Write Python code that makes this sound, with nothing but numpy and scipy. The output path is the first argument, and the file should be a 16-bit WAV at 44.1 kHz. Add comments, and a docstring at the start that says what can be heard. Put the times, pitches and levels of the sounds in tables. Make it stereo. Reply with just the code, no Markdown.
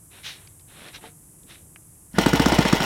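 """Low rumble and hiss come first, then wheezes and clicks as a small four-stroke petrol engine for a model
aircraft is turned slowly by hand, close by: band-filtered noise under slow swells and short decays.
The engine then catches and idles unevenly. Each firing is a pressure pulse (crack), filtered noise (bark and
gas jet) and damped sines (exhaust thump, ringing metal), over rattling noise, valve taps and the throb of
the two-bladed propeller, a sinusoid locked to the engine cycle."""
import sys
import numpy as np
from scipy import signal
from scipy.fft import rfft, irfft
from scipy.io import wavfile
from scipy.ndimage import uniform_filter1d

SR = 44100
rng = np.random.default_rng(int(sys.argv[2]) if len(sys.argv) > 2 else 0)


def wav_record(signal):
    """Record a signal, one row per channel, as 16-bit PCM in the file named by sys.argv[1]."""
    frames = np.transpose(np.atleast_2d(signal))
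    bounded = np.clip(frames, -1, 1)
    # unit amplitude maps onto the largest positive 16-bit level
    quanta = np.round(bounded * 32767).astype(np.int16)
    wavfile.write(sys.argv[1], SR, quanta)


N = 125685
T = np.arange(N) / SR
HZ = np.fft.rfftfreq(2 * N, 1 / SR)

# spectrum of the background rumble and hiss: pitch_hz, level_db
FLOOR_SPECTRUM = [(15, -33), (25, -15), (87, -3.5), (108, -3), (120, -7.5), (153, -3), (175, -8),
                  (236, -18), (256, -17.5), (309, -11.5), (451, -24), (1020, -25), (1560, -29.5),
                  (4250, -39), (8140, -15.5), (11000, -14), (16000, -37)]
FLOOR_DB = -48
# left-right correlation of the background: pitch_hz, correlation (1 = identical)
FLOOR_CORRELATION = [(30, 1), (300, 0.93), (1500, 0), (5000, 0), (16000, 0)]
# left-right correlation of the near sources: pitch_hz, correlation (1 = identical)
NEAR_CORRELATION = [(40, 0.45), (70, 0), (130, 0.93), (400, 0.99), (800, 0.88), (1500, 0.55), (2800, 0.21),
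                    (5000, 0), (16000, 0)]
# balance of the engine: pitch_hz, left_minus_right_db
ENGINE_BALANCE = [(100, 2), (380, -1), (700, 1.5), (1300, 3.5), (2400, 4), (4400, -1.5), (6500, -2),
                  (9000, 3), (15000, -2.5)]
# balance of the wheezes and clicks: pitch_hz, left_minus_right_db
WHEEZE_BALANCE = [(60, 5), (150, 8), (380, -6.5), (950, 3.5), (2380, 6), (5980, -2.5), (15000, -1.0)]

# the hand shifts its grip on the propeller
GRIP_AT_S, GRIP_S, GRIP_DB, GRIP_HZ = 1.55, 0.23, -59.5, 230

# air wheezing through the turned engine: start_s, peak_s, level_db, rise_s, fall_s, tilt_db_per_octave
WHEEZES = [(0.102, 0.186, -48.5, 0.09, 0.037, -7), (0.224, 0.269, -32, 0.028, 0.053, -2),
           (0.313, 0.385, -55, 0.11, 0.089, -8.5), (0.671, 0.877, -44, 0.14, 0.037, -8),
           (.915, 0.953, -37.5, .014, 0.021, -3.5), (0.997, 1.054, -43.5, 0.03, 0.029, -8.5),
           (1.453, 1.509, -46, 0.021, 0.049, -5)]
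# spectrum of the wheezes before tilting: pitch_hz, level_db
WHEEZE_SPECTRUM = [(120, -40), (200, -31), (310, -28.5), (600, -22), (1000, -18.5), (1770, -8.5),
                   (3250, -2.5), (3830, 1.5), (4680, -8.5), (5630, -4.5), (7410, -17.5), (16000, -23)]
WHEEZE_OPEN_S, WHEEZE_ROUGH_DB, WHEEZE_ROUGH_S = 0.017, 1.16, 0.0037
# clicks of valve gear and of the hand on the propeller: start_s, level_db, centre_hz, half_width_octaves
CLICKS = [(0.4737, -43, 3140, 0.9), (.596, -51, 3300, .9), (.609, -50, 4270, 0.74),
          (.8844, -37, 2920, 0.71), (1.4327, -53.5, 4000, 0.68), (1.5552, -41, 2270, 0.71),
          (1.7605, -38.5, 2150, 0.4), (1.822, -60.5, 2300, .3), (1.955, -63, 2500, 0.18),
          (2.132, -50, 5000, .6)]
CLICK_S, CLICK_BODY_DB = 0.0035, -13.5

# the intake gulps just before the first firing
GULP_AT_S, GULP_S, GULP_DB, GULP_HZ = 2.141, 0.052, -33, 183

# level of the propeller throb: time_s, level_db
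THROB = [(2.1, -68), (2.15, -49), (2.185, -37), (2.27, -34.5), (2.36, -33), (2.44, -30), (2.51, -30),
         (2.62, -33.5), (2.7, -40), (2.78, -37), (2.85, -46)]
BLADE_PASSES = 4  # per engine cycle: two blades, two turns

# valve taps in each cycle: cycle_share, level_db
VALVES = [(0.348, -22), (0.428, -21), (.69, -36), (.85, -35)]
# spectrum of a valve tap: pitch_hz, level_db
VALVE_SPECTRUM = [(400, 1), (900, 6), (3000, -11.5), (5500, 1), (9000, -7.5), (16000, -9.5)]
VALVE_S, VALVE_SCATTER_S, VALVE_SCATTER_DB = 0.0025, 0.0012, 2

# level of the running clatter: time_s, level_db
CLATTER_LEVEL = [(2.11, -70), (2.138, -55), (2.15, -48), (2.172, -35), (2.185, -24.5), (2.3, -27),
                 (2.5, -25.5), (2.68, -25.5), (2.85, -25.5)]
# spectrum of the clatter: pitch_hz, level_db
CLATTER_SPECTRUM = [(59, -13), (100, -4), (570, -9), (930, -2.5), (1130, -13.5), (1420, -4), (1610, -11.5),
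                    (2040, -6), (2370, -12), (3050, -6), (3620, -12.5), (6020, -17.5), (10500, -30.5),
                    (15000, -31), (16000, -33)]
# loudness of the clatter through one cycle: cycle_share, level_db
CYCLE = [(0, 0.5), (.15, 0.5), (.28, 0.5), (.4, 1.5), (.55, 2.5), (.7, 2), (.82, -4.5), (.92, -4)]
FLICKER_DB, FLICKER_S = 0.96, 0.0072
GRAINS_PER_S, GRAIN_SPREAD_DB, RUSH_GAIN = 4000, 3, 0.88
RATTLE_RING_DB, RATTLE_RING_LOW_HZ = -10, 593
# first rasp of the catching engine
RASP_AT_S, RASP_S, RASP_DB, RASP_HZ = 2.158, 0.011, -36, 1660

# modes of the engine and its stand: pitch_hz, level_db, t60_s
BODY_MODES = [(162.4, -14, 0.055), (287.8, -16.5, 0.12), (383.3, -24.5, 0.115), (455.3, -26, 0.24),
              (720, -31.5, 0.21), (885.4, -24, 0.078), (1250, -31.5, 0.12), (1463, -33, 0.047),
              (1780, -30, 0.082), (2034, -34.5, 0.34), (2494, -34.5, 0.12), (2930, -33, .1),
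              (4264, -29, 0.033), (5580, -21, 0.017)]
BODY_DELAY_S = 0.004
# the piston knocks over compression: start_s, level_db, centre_hz
KNOCKS = [(.967, -31.5, 250), (.985, -26, 880), (1.04, -14, 814)]

# firings: time_s, crack_db, jet_db, thump_db
FIRINGS = [(2.1856, 4, 3, -2), (2.2616, -3.5, 5.5, -1), (2.3329, -1, 3.5, 0), (2.3967, -2, 3.5, -0.5),
           (2.4591, -1.5, 5, 0.5), (2.5212, -4.5, 2, 0), (2.5864, -2.5, 3.5, 1.5), (2.6527, -3.5, -5, -5.5),
           (2.7275, -3.5, 4, 0), (2.8034, -10, -0.5, -7.5)]
# levels below are relative to the firing's own; times count from the firing
CRACK_DB, CRACK_S, SUCK_DB, SUCK_AT_S, SUCK_S = -4, 0.00022, -17.5, 0.0025, 0.0021
BARK_DB, BARK_RISE_S, BARK_S = -12.5, 0.0012, 0.0037
# spectrum of the bark: pitch_hz, level_db
BARK_SPECTRUM = [(200, -8), (500, -0.5), (850, 1), (1100, -15.5), (1400, -0.5), (2100, -11), (3000, -14),
                 (6000, -17.5), (16000, -37)]
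JET_DB, JET_AT_S, JET_S = -19.5, 0.0022, 0.0017
# spectrum of the gas jet: pitch_hz, level_db
JET_SPECTRUM = [(300, -20), (900, 14.5), (1500, 10), (2600, -13), (4000, 5), (5500, 4), (7000, -0.5),
                (8500, 1), (11000, -13), (16000, -7)]
THUMP_DB, THUMP_AT_S, THUMP_S, THUMP_HZ = -5.5, 0.00671, 0.0022, 214
# after-ring of the exhaust pipe, at its undrifted pitch
PIPE_ECHO_DB, PIPE_ECHO_S, PIPE_ECHO_HZ, PIPE_DECAY_S = -20.5, 0.00786, 344, 0.0049
LOW_CUT_HZ = 71

# near reflections among the parts of the engine, then later echoes from the concrete
METAL_DB, METAL_T60_S = -5, 0.046
ECHO_DB, ECHO_T60_S, ECHO_DELAY_S = -9.5, 0.12, 0.0062
EDGE_HZ = 16100


def amp(db):
    """Logarithmic level: decibels to amplitude ratio."""
    return 10 ** (np.asarray(db) / 20)


def unit(x):
    """Normalisation by mean power: scales to an rms of 1."""
    return x / np.sqrt(np.mean(x ** 2) + 1e-20)


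def read(points):
    """Interpolation of a table on a logarithmic frequency axis."""
    f, value = np.transpose(points)
    return np.interp(np.log(HZ + 1), np.log(f + 1), value)


def level(points):
    """Envelope: a dB curve over time as gain, silent before its first point."""
    return amp(np.interp(T, *np.transpose(points))) * (T >= points[0][0])


def shape(x, db):
    """Linear filtering: multiplies the spectrum by a gain per frequency."""
    return irfft(rfft(x, 2 * N) * amp(db))[..., :N]


def band(hz, octaves):
    """Band-pass response in dB: 6 dB down at the given octaves to either side, then steep."""
    return -20 * np.log10(1 + (np.log2((HZ + 1) / hz) / octaves) ** 4)


def pair(x, correlation):
    """Coherence: mixes two unrelated channels as mid and side to a correlation per frequency."""
    a, b = rfft(x, 2 * N)
    c = np.clip(read(correlation), -1, 1)
    mid = a * np.sqrt((1 + c) / 2)
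    side = b * np.sqrt((1 - c) / 2)
    return irfft(np.array([mid + side, mid - side]))[:, :N]


def noise(db, correlation=NEAR_CORRELATION):
    """Coloured noise: white stereo noise filtered to a spectrum, at an rms of 1."""
    return unit(shape(pair(rng.standard_normal((2, N)), correlation), db))


def place(x, balance):
    """Interchannel level difference: leans each band to the left or right."""
    return shape(x, read(balance) * np.array([[0.5], [-0.5]]))


def bell(at, width):
    """Gaussian pulse in time."""
    return np.exp(-((T - at) / width) ** 2)


def decay(at, length):
    """Exponential decay after a sudden start."""
    return (T >= at) * np.exp(-abs(T - at) / length)


def flicker(db, length):
    """Random amplitude modulation: a gain wavering by an rms of the given dB."""
    smooth = uniform_filter1d(rng.standard_normal(N), max(round(length * SR), 1))
    return amp(db * unit(smooth))


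def cycles():
    """Engine phase: cycles counted from the first firing, extended by one cycle at both ends."""
    t = np.array(FIRINGS)[:, 0]
    t = np.r_[2 * t[0] - t[1], t, 2 * t[-1] - t[-2]]
    return np.interp(T, t, np.arange(len(t)) - 1)


def ring():
    """Modal superposition: engine and stand struck once; high modes differ in phase between the sides."""
    out, t = np.zeros((2, SR // 4)), T[:SR // 4]
    for (hz, db, t60), (start, *ears) in zip(BODY_MODES, rng.random((len(BODY_MODES), 3))):
        phase = start + np.array(ears)[:, None] * min(hz / 3000, 1)
        out += amp(db) * np.exp(-np.log(1000) * t / t60) * np.sin(2 * np.pi * (hz * t + phase))
    return out


def strike(at, db):
    """Impulse response of the body, placed in time."""
    return amp(db) * np.pad(ring(), ((0, 0), (round(at * SR), N)))[:, :N]


def echoes(x, db, t60, delay):
    """Diffuse reflection: convolution with sparse random taps that decay exponentially."""
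    taps = rng.standard_normal((2, N)) * (rng.random((2, N)) < 3000 / SR)
    tail = pair(taps, NEAR_CORRELATION) * decay(delay, t60 / np.log(1000))
    return amp(db) * signal.fftconvolve(x, tail / np.linalg.norm(tail[0]), axes=1)[:, :N]


def background():
    """Stationary noise: low rumble and hiss."""
    return amp(FLOOR_DB) * noise(read(FLOOR_SPECTRUM), FLOOR_CORRELATION)


def grip():
    """Friction noise: faint dull rubbing of the hand on the propeller."""
    return amp(GRIP_DB) * bell(GRIP_AT_S, GRIP_S) * noise(band(GRIP_HZ, octaves=1.1))


def hand_turns():
    """Flow noise and impact: air wheezes through the unlit engine; valve gear and hand click."""
    out = np.zeros((2, N))
    octaves = np.log2(np.maximum(HZ, 200) / 2500)
    for start, at, db, rise, fall, tilt_db in WHEEZES:
        # rounded peak with exponential flanks
        swell = np.exp(1 - np.hypot(1, (T - at) / np.where(T < at, rise, fall) * 1.536))
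        opening = np.clip((T - start) / WHEEZE_OPEN_S, 0, 1)
        out += amp(db) * swell * opening * noise(read(WHEEZE_SPECTRUM) + tilt_db * octaves)
    for at, db, hz, width in CLICKS:
        # a weaker, wider band an octave below gives the click body
        spectrum = np.maximum(band(hz, width), CLICK_BODY_DB + band(hz / 2, octaves=1.8))
        out += amp(db) * decay(at, CLICK_S) * noise(spectrum)
    return place(out * flicker(WHEEZE_ROUGH_DB, WHEEZE_ROUGH_S), WHEEZE_BALANCE)


def gulp():
    """Intake noise: a low suck of air as the engine is flung into its first firing."""
    return amp(GULP_DB) * decay(GULP_AT_S, GULP_S) * noise(band(GULP_HZ, octaves=0.46))


def propeller():
    """Blade-passing tone: a low throb phase-locked to the engine cycle."""
    return -np.sqrt(2) * level(THROB) * np.cos(2 * np.pi * BLADE_PASSES * cycles())


def valves():
    """Impact noise: the rockers tap near fixed phases of the cycle, scattered in time and level."""
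    taps, turn = np.zeros(N), cycles()
    for k in range(len(FIRINGS)):
        for share, db in VALVES:
            late, strength = rng.standard_normal(2)
            at = np.searchsorted(turn, k + share) / SR + VALVE_SCATTER_S * late
            taps += amp(db + VALVE_SCATTER_DB * strength) * decay(at, VALVE_S)
    return taps * noise(read(VALVE_SPECTRUM))


def clatter():
    """Random excitation of resonances: rattle and rushing air modulated once per cycle, plus one rasp."""
    strength_db = GRAIN_SPREAD_DB * np.minimum(rng.exponential(1, N), 4)
    grains = (rng.random(N) < GRAINS_PER_S / SR) * amp(strength_db)
    rattle = unit(grains * rng.standard_normal((2, N)))
    rush = RUSH_GAIN * rng.standard_normal((2, N))
    drive = pair(rattle + rush, NEAR_CORRELATION)
    swell = level(CLATTER_LEVEL) * amp(np.interp(cycles(), *np.transpose(CYCLE), period=1))
    swell = swell * flicker(FLICKER_DB, FLICKER_S)
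    ringing = signal.fftconvolve(drive, ring(), axes=1)[:, :N]
    ringing = shape(ringing, -20 * np.log10(1 + (RATTLE_RING_LOW_HZ / (HZ + 1)) ** 2))
    rasp = amp(RASP_DB) * bell(RASP_AT_S, RASP_S) * noise(band(RASP_HZ, octaves=0.18))
    direct = unit(shape(drive, read(CLATTER_SPECTRUM)))
    return swell * (direct + amp(RATTLE_RING_DB) * unit(ringing)) + rasp


def body():
    """Impulsive excitation: firings and the knocks of hand turning ring the engine and its stand."""
    fired = sum(strike(at + BODY_DELAY_S, thump_db) for at, _, _, thump_db in FIRINGS)
    knocked = sum(shape(strike(at, db), band(hz, octaves=0.81)) for at, db, hz in KNOCKS)
    return fired + knocked


def exhaust():
    """Pulsed gas discharge: a barking crack, suction with a gas jet, then the pipe's thump and after-ring."""
    out = np.zeros((2, N))
    gas, bark = noise(read(JET_SPECTRUM)), noise(read(BARK_SPECTRUM))
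    drifts = rng.uniform(-1.3, 1, len(FIRINGS))
    for (at, crack_db, jet_db, thump_db), drift in zip(FIRINGS, drifts):
        t = T - at
        crack = amp(CRACK_DB) * bell(at, CRACK_S)
        suction = amp(SUCK_DB) * bell(at + SUCK_AT_S, SUCK_S)
        out += amp(crack_db) * (crack - suction)
        out += amp(BARK_DB + crack_db) * bark * np.exp(-abs(t) / np.where(t < 0, BARK_RISE_S, BARK_S))
        out += amp(JET_DB + jet_db) * gas * bell(at + JET_AT_S, JET_S)
        thump = bell(at + THUMP_AT_S, THUMP_S) * np.sin(2 * np.pi * THUMP_HZ * (t - THUMP_AT_S))
        out -= amp(THUMP_DB + thump_db) * thump
        pipe_hz = PIPE_ECHO_HZ * (1 + 0.18 * drift)
        after = decay(at + PIPE_ECHO_S, PIPE_DECAY_S) * np.sin(2 * np.pi * pipe_hz * (t - PIPE_ECHO_S))
        out -= amp(PIPE_ECHO_DB + thump_db) * after
    return shape(out, -10 * np.log10(1 + (LOW_CUT_HZ / (HZ + 1)) ** 6))


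def scene():
    """Superposition: the engine with its reflections, the hand turning and the background."""
    firing, rattle = exhaust(), clatter() + valves()
    rattle = (rattle + echoes(rattle, METAL_DB, METAL_T60_S, 0)) / np.hypot(1, amp(METAL_DB))
    firing = firing + echoes(firing, ECHO_DB, ECHO_T60_S, ECHO_DELAY_S)
    engine = firing + body() + propeller() + rattle + gulp()
    return background() + grip() + hand_turns() + place(engine, ENGINE_BALANCE)


def record(dry):
    """Saturation and band limiting: clips at full scale, then low-passes."""
    lowpass = signal.firwin(255, EDGE_HZ, window=("kaiser", 9), fs=SR)
    return signal.oaconvolve(np.clip(dry, -1, 1), lowpass[None], "same", axes=1)


dry = scene()
out = record(dry)
wav_record(out)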